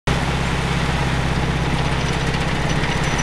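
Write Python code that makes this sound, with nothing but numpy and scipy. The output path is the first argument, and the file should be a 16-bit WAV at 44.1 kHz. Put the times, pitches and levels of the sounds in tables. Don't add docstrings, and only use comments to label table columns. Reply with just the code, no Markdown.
import sys
import numpy as np
from scipy import signal
from scipy.fft import rfft, irfft, next_fast_len
from scipy.io import wavfile
from scipy.ndimage import map_coordinates

SR = 44100
rng = np.random.default_rng(int(sys.argv[2]) if len(sys.argv) > 2 else 0)


def to_wav(s):
    ch = np.atleast_2d(s).T
    pcm = np.round(np.clip(ch, -1, 1) * 32767)
    wavfile.write(sys.argv[1], SR, pcm.astype(np.int16))


N = 142002
T = np.arange(N) / SR
SHAKE_HZ = 14.2
STROKES = SHAKE_HZ * T


def amp(db):
    return 10 ** (np.asarray(db) / 20)


def unit(x):
    return x / np.sqrt(np.mean(x ** 2) + 1e-20)


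def curves(rows):
    times, *columns = np.transpose(rows)
    return [np.interp(T, times, column) for column in columns]


def wobble(knots_per_s):
    return map_coordinates(rng.standard_normal(1024), [T * knots_per_s + 3], mode="wrap")


def lobe(cycles, at, sharpness):
    return np.exp(sharpness * (np.cos(2 * np.pi * (cycles - at)) - 1))


def filtered(x, response):
    size = next_fast_len(N + SR // 2)
    return irfft(rfft(x, size) * response(np.fft.rfftfreq(size, 1 / SR)), size)[:N]


def coloured(x, spectrum):
    hz, db = np.transpose(spectrum)
    return unit(filtered(x, lambda f: amp(np.interp(np.log(f + 1), np.log(hz), db))))


def resonances(f, modes):
    return sum(amp(db) * 1j * f * width / (hz * hz - f * f + 1j * f * width) for hz, width, db in modes)


def impacts(per_s, spread_db):
    signs = (rng.random(N) < per_s / SR) * rng.choice([-1, 1], N)
    return signs * amp(spread_db * np.clip(rng.standard_normal(N), -2, 2))


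def scattered(per_s, size, t60, tail_db, places=8):
    t, out = np.arange(SR // 10) / SR, np.zeros(N)
    for _ in range(places):
        hits = impacts(per_s / places, spread_db=1.5) * size
        tail = rng.standard_normal(len(t)) * amp(-60 * t / t60)
        out += hits + amp(tail_db) * signal.fftconvolve(hits, tail / np.linalg.norm(tail))[:N]
    return unit(out)


def grit(near, level_db=-44, centre_hz=3300, width_octaves=.75):
    ticks = scattered(per_s=260, size=1, t60=.012, tail_db=3)
    band = lambda f: np.exp(-(np.log2((f + 1) / centre_hz) / width_octaves) ** 2)
    return amp(level_db) * (1 - near) * unit(filtered(ticks, band))


# start in seconds, frequency in Hz, relative level in dB.
TINKLES = [(.455, 7300, -33), (.465, 8900, -37), (.61, 8802, -38), (1.12, 8802, -39), (1.325, 9921, -41),
           (1.485, 8802, -42), (1.78, 9921, -48), (1.915, 8850, -35), (2.125, 9800, -37),
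           (2.697, 8802, -37), (3.163, 8802, -35)]

def tinkles(level_db=-2, faint_db=-47, spread_db=2.5, t60=.097, range_hz=(6800, 10200), count=30):
    t, out = np.arange(SR // 8) / SR, np.zeros(N + SR)
    faint = [(rng.random() * N / SR, rng.uniform(*range_hz), faint_db + rng.normal(0, spread_db))
             for _ in range(count)]
    for start, hz, db in TINKLES + faint:
        ring = np.sin(2 * np.pi * hz * t) * (1 - np.exp(-t / .0016))
        out[round(start * SR):][:len(t)] += amp(level_db + db - 60 * t / t60) * ring
    return out[:N]


# time in seconds, working cycles per second (four firings in each).
ENGINE_SPEED = [(0, 16.635), (.95, 16.68), (1.08, 16.49), (1.22, 16.29), (1.45, 16.43), (1.7, 16.465),
                (2.3, 16.46), (3.2, 16.465)]

def engine_cycles(first_beat_s=.05):
    return np.cumsum(curves(ENGINE_SPEED)[0]) / SR - first_beat_s * ENGINE_SPEED[0][1]


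# frequency in Hz, bandwidth in Hz, relative level in dB.
PANEL_MODES = [(415, 21, -12), (478, 9.3, -3), (835, 30, 3), (935, 30, -.5), (1640, 21, -27),
               (1918, 46, -11), (2490, 38, -17), (2890, 26, -16)]

def panels(cycles, near, level_db=-34.3, near_db=2, knock=.17, cutoff_hz=4000):
    drive = impacts(2500, spread_db=4) * (1 + knock * lobe(4 * cycles, 0, 1.2))
    body = lambda f: resonances(f, PANEL_MODES) / (1 + (f / cutoff_hz) ** 4)
    return amp(level_db + near_db * near) * unit(filtered(drive, body))


# frequency in Hz, relative level in dB.
ROAR_SPECTRUM = [(20, -21), (31, -11), (42, -20), (85, -7.5), (130, 0), (200, 1.5), (310, -3.5),
                 (450, -1.5), (580, -5), (800, -5), (1200, -14), (2500, -19.5), (6000, -52), (12000, -100)]

def roar(cycles, near, level_db=-28, near_db=1, first_puff=.58, second_puff=.47):
    puffs = 1 + first_puff * lobe(cycles, .3, 4.9) + second_puff * lobe(cycles, .774, 3.7)
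    return amp(level_db + near_db * near) * coloured(puffs * rng.standard_normal(N), ROAR_SPECTRUM)


# multiple of the cycle rate, relative level in dB afar, and beside the screen.
EXHAUST_HARMONICS = [(1, -13.5, -24), (2, -20, -22), (3, -31, -24), (4, 3, 0), (6, -22.5, -13), (8, 3, 1.5),
                     (9, -8, -2), (10, 0, 0.5), (11, -7.5, -15), (12, -21, -18), (13, -35, -16.5),
                     (14, -11, -28), (15, -7.5, -14), (16, -22, -20), (17, -21, -23), (18, -13.5, -14),
                     (19, -24, -16), (20, -18, -17), (21, -18, -30), (22, -26, -23.5), (23, -22, -23),
                     (24, -17.5, -25), (26, -22, -17), (27, -28, -14), (28, -22, -16)]
# time in seconds, level in dB.
EXHAUST_LEVEL = [(0.16, -23.5), (0.7, -22), (1.2, -21.5), (1.65, -21), (2.15, -23), (2.7, -22.5),
                 (3.2, -24)]

def exhaust(cycles, near, pipe_hz=144, pipe_width_hz=108, jitter_cycles=.003, waver_db=.8):
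    cycles = cycles + jitter_cycles * wobble(25.1)
    tone = np.zeros(N)
    for k, far_db, near_db in EXHAUST_HARMONICS:
        pipe_lag = np.arctan(2 * (k * ENGINE_SPEED[0][1] - pipe_hz) / pipe_width_hz)
        db = far_db + near * (near_db - far_db) + waver_db * wobble(12)
        tone -= amp(db) * np.sin(2 * np.pi * k * cycles - pipe_lag)
    return amp(curves(EXHAUST_LEVEL)[0]) * unit(tone)


# time in seconds, base level in dB of the clatter, and of the mesh.
RATTLE_LEVELS = [(0.16, -27.5, -38), (0.9, -26.5, -37.5), (1.5, -30, -42), (2.1, -28, -42), (2.7, -30, -43),
                 (3.2, -27.5, -40.5)]
# frequency in Hz, relative level in dB.
CLATTER_SPECTRUM = [(300, -9.5), (700, -6), (1250, -3), (1950, -4), (2500, -5), (3200, -7.5), (4200, -15.5),
                    (6500, -24.5), (10000, -32), (14000, -62)]

def clatter(near, stroke_db=3.5, uneven_db=.2, hollow_db=-11, hollow_hz=1900, hollow_width_hz=220):
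    surge_db = stroke_db * near * lobe(STROKES, .53, 1) + uneven_db * wobble(35.7)
    hits = scattered(per_s=3400, size=amp(surge_db), t60=.02, tail_db=3, places=12)
    hollow = unit(filtered(hits, lambda f: np.exp(-((f - hollow_hz) / hollow_width_hz) ** 2)))
    rattle = coloured(hits, CLATTER_SPECTRUM) + amp(hollow_db) * near ** 2 * hollow
    return amp(curves(RATTLE_LEVELS)[0]) * rattle


def screen_box(near, level_db=-34, near_db=7):
    harmonics = [(1, 5.0), (2, -16), (3, -4.5), (4, -5.5)]  # multiple, relative dB
    push = sum(amp(db) * np.cos(2 * np.pi * k * (STROKES - .15)) for k, db in harmonics)
    return amp(level_db + near_db * near) * unit(push)


# frequency in Hz, relative level in dB.
BOOM_SPECTRUM = [(120, -22), (190, 13), (250, 3), (310, 14), (420, -19), (900, -57.5)]

def boom(near, level_db=-35):
    drive = rng.standard_normal(N) * (.5 + lobe(STROKES, .44, .6))
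    return amp(level_db) * near * coloured(drive, BOOM_SPECTRUM)


# frequency in Hz, relative level in dB.
BAR_SPECTRUM = [(2300, -27), (3000, -2), (3500, 3), (4700, -1), (6000, -20), (9000, -50)]

def cross_bars(near, level_db=-44, stroke_db=5, t60=.033):
    surge_db = stroke_db * lobe(STROKES, .32, 2.2)
    hits = scattered(per_s=900, size=amp(surge_db), t60=t60, tail_db=13)
    return amp(level_db) * np.sqrt(near) * coloured(hits, BAR_SPECTRUM)


# frequency in Hz, bandwidth in Hz, relative level in dB.
BAR_MODES = [(940, 70, -2), (1320, 130, -3), (1900, 160, 2), (2330, 130, 7), (2837, 140, 8),
             (3190, 160, -3), (3420, 180, -3), (3720, 180, -3), (4366, 180, 1), (4900, 260, -1)]
# start in seconds, relative level in dB.
CLANKS = [(1.358, -32.5), (1.648, -35), (1.785, -27), (1.847, -33.5), (1.864, -35.5), (1.924, -32.5),
          (2.008, -27.5), (2.061, -32), (2.082, -28), (2.13, -32), (2.209, -32.5), (2.34, -26),
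          (2.414, -29.5), (2.483, -33), (2.509, -28.5), (2.558, -35), (2.693, -28.5), (2.708, -29),
          (2.833, -25), (2.888, -30), (2.913, -27), (3.042, -32.5), (3.074, -36), (3.109, -37),
          (3.186, -31.5)]

def clanks(level_db=-1, chatter_s=.009, attack_s=.0012, mode_spread_db=2, cutoff_hz=5400):
    t, out = np.arange(SR // 8) / SR, np.zeros(N + SR)
    f = np.fft.rfftfreq(len(t), 1 / SR)
    for start, db in CLANKS:
        envelope = (1 - np.exp(-t / attack_s)) * np.exp(-t / chatter_s)
        contacts = impacts(2200, spread_db=3)[:len(t)] * envelope
        modes = [(hz, width, level + rng.normal(0, mode_spread_db)) for hz, width, level in BAR_MODES]
        ring = irfft(rfft(contacts) * resonances(f, modes) / (1 + (f / cutoff_hz) ** 6), len(t))
        out[round(start * SR):][:len(t)] += amp(db + level_db) * ring / ring[:len(t) // 8].std()
    return out[:N]


# frequency in Hz, relative level in dB.
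MESH_SPECTRUM = [(1200, -1), (3000, -4), (4000, -3.5), (5500, -1.5), (7000, -4.5), (9000, -7), (10500, -11),
                 (12000, -17.5), (13500, -27), (15500, -37)]
# start in seconds, level in dB relative to its chatter.
CLACKS = [(1.737, 8), (1.846, 3.5), (1.921, 1), (2.058, 6), (2.128, 7.5), (2.268, 8), (2.336, 6),
          (2.404, 7), (2.478, 3), (2.553, 3), (2.654, 6), (2.692, 3), (2.755, 0), (2.823, 0), (2.968, 4),
          (3.035, 10), (3.106, -2), (3.185, -2)]

def mesh(near, level_db=1, throw_db=7.5, return_db=4, clack_s=.015):
    surge_db = throw_db * lobe(STROKES, .23, 4.7) + return_db * lobe(STROKES, .87, 9)
    clack_db = sum(db * (T > start) * np.exp(-np.abs(T - start) / clack_s) for start, db in CLACKS)
    hits = scattered(per_s=3500, size=amp(near * surge_db + clack_db), t60=.024, tail_db=6)
    return amp(curves(RATTLE_LEVELS)[1] + level_db) * coloured(hits, MESH_SPECTRUM)


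def wires(level_db=-51, bounce_s=.0098, t60=.03, spread_db=3, range_hz=(6200, 10900), count=10):
    t, out = np.arange(SR // 10) / SR, np.zeros(N + SR)
    for start, db in CLACKS:
        for _ in range(count):
            ring = np.sin(2 * np.pi * rng.uniform(*range_hz) * t) * amp(-60 * t / t60)
            onset = round((start + bounce_s * rng.exponential()) * SR)
            out[onset:][:len(t)] += amp(level_db + db + rng.normal(0, spread_db)) * ring
    return out[:N]


# frequency in Hz, relative level in dB.
JOINT_MODES = [(5943, 0), (5233, -22), (7725, -23), (8802, -30), (9921, -15), (11095, -29), (14244, -37)]

def joint_scrape(near, level_db=-53, width_hz=55, uneven_db=3.5):
    main_mode = lambda f: 1 / (1 + ((f - JOINT_MODES[0][0]) / width_hz) ** 2)
    scrape = unit(filtered(rng.standard_normal(N), main_mode))
    return amp(level_db + uneven_db * wobble(11)) * near * scrape


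# start in seconds, length in seconds, level in dB, pitch in Hz,
# roughness from 0 to 1, gain of the other modes in dB.
SQUEAKS = [(1.58, .06, -46, 5943, .6, 0), (1.862, .01, -37, 5943, .4, -6), (1.99, .085, -41, 5943, .7, -6),
           (2.081, .012, -28, 5965, 1, -12), (2.14, .02, -43, 5943, .6, -6),
           (2.208, .025, -40, 5943, .6, -6), (2.595, .008, -36, 5943, .4, 0),
           (2.692, .014, -28, 5950, .4, -10), (2.708, .025, -36, 5943, .3, -8),
           (2.919, .008, -30.5, 5925, .5, -8), (2.93, .035, -39, 5943, .25, -4),
           (3.044, .095, -34.5, 5940, .15, -7), (3.135, .012, -35, 5960, .25, -6),
           (3.184, .017, -21, 5935, .12, 0), (3.204, .03, -31, 5930, .12, -7)]

def joint_squeaks(wander_hz=110, attack_s=.0042, t60=.028):
    t, out = np.arange(SR // 5) / SR, np.zeros(N + SR)
    for start, length, db, pitch, roughness, others_db in SQUEAKS:
        envelope = (1 - np.exp(-t / attack_s)) * amp(db - 60 * np.maximum(t - length, 0) / t60)
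        main_hz = pitch + roughness * wander_hz * wobble(400)[:len(t)]
        clock = np.cumsum(main_hz) / SR / JOINT_MODES[0][0]
        flutter = 1 + .5 * roughness * wobble(262)[:len(t)]
        for k, (hz, mode_db) in enumerate(JOINT_MODES):
            gain = amp(mode_db + (k > 0) * others_db)
            tone = np.sin(2 * np.pi * (hz * clock + rng.random()))
            out[round(start * SR):][:len(t)] += gain * envelope * flutter * tone
    return out[:N]


# time in seconds, nearness from 0 to 1.
NEARNESS = [(0, 0.1), (1.2, 0.43), (1.7, 0.62), (2.1, 0.53), (2.7, 1), (3.2, 0.94)]

def scene():
    cycles, near = engine_cycles(), curves(NEARNESS)[0]
    engine = exhaust(cycles, near) + roar(cycles, near) + panels(cycles, near)
    box = screen_box(near) + boom(near)
    rattle = clatter(near) + mesh(near) + wires() + cross_bars(near) + clanks()
    return (engine + box + rattle + grit(near) + tinkles() + joint_squeaks() + joint_scrape(near))[None]


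def record(dry, start_s=.0722, rise_s=.00021, overshoot_db=7, settle_s=.051, top_hz=15700):
    age = np.maximum(T - start_s, 0)
    gain = np.clip(age / rise_s, 0, 1) * amp(overshoot_db * np.exp(-age / settle_s))
    return filtered(dry[0] * gain, lambda f: f < top_hz)[None]


dry = scene()
out = record(dry)
to_wav(out)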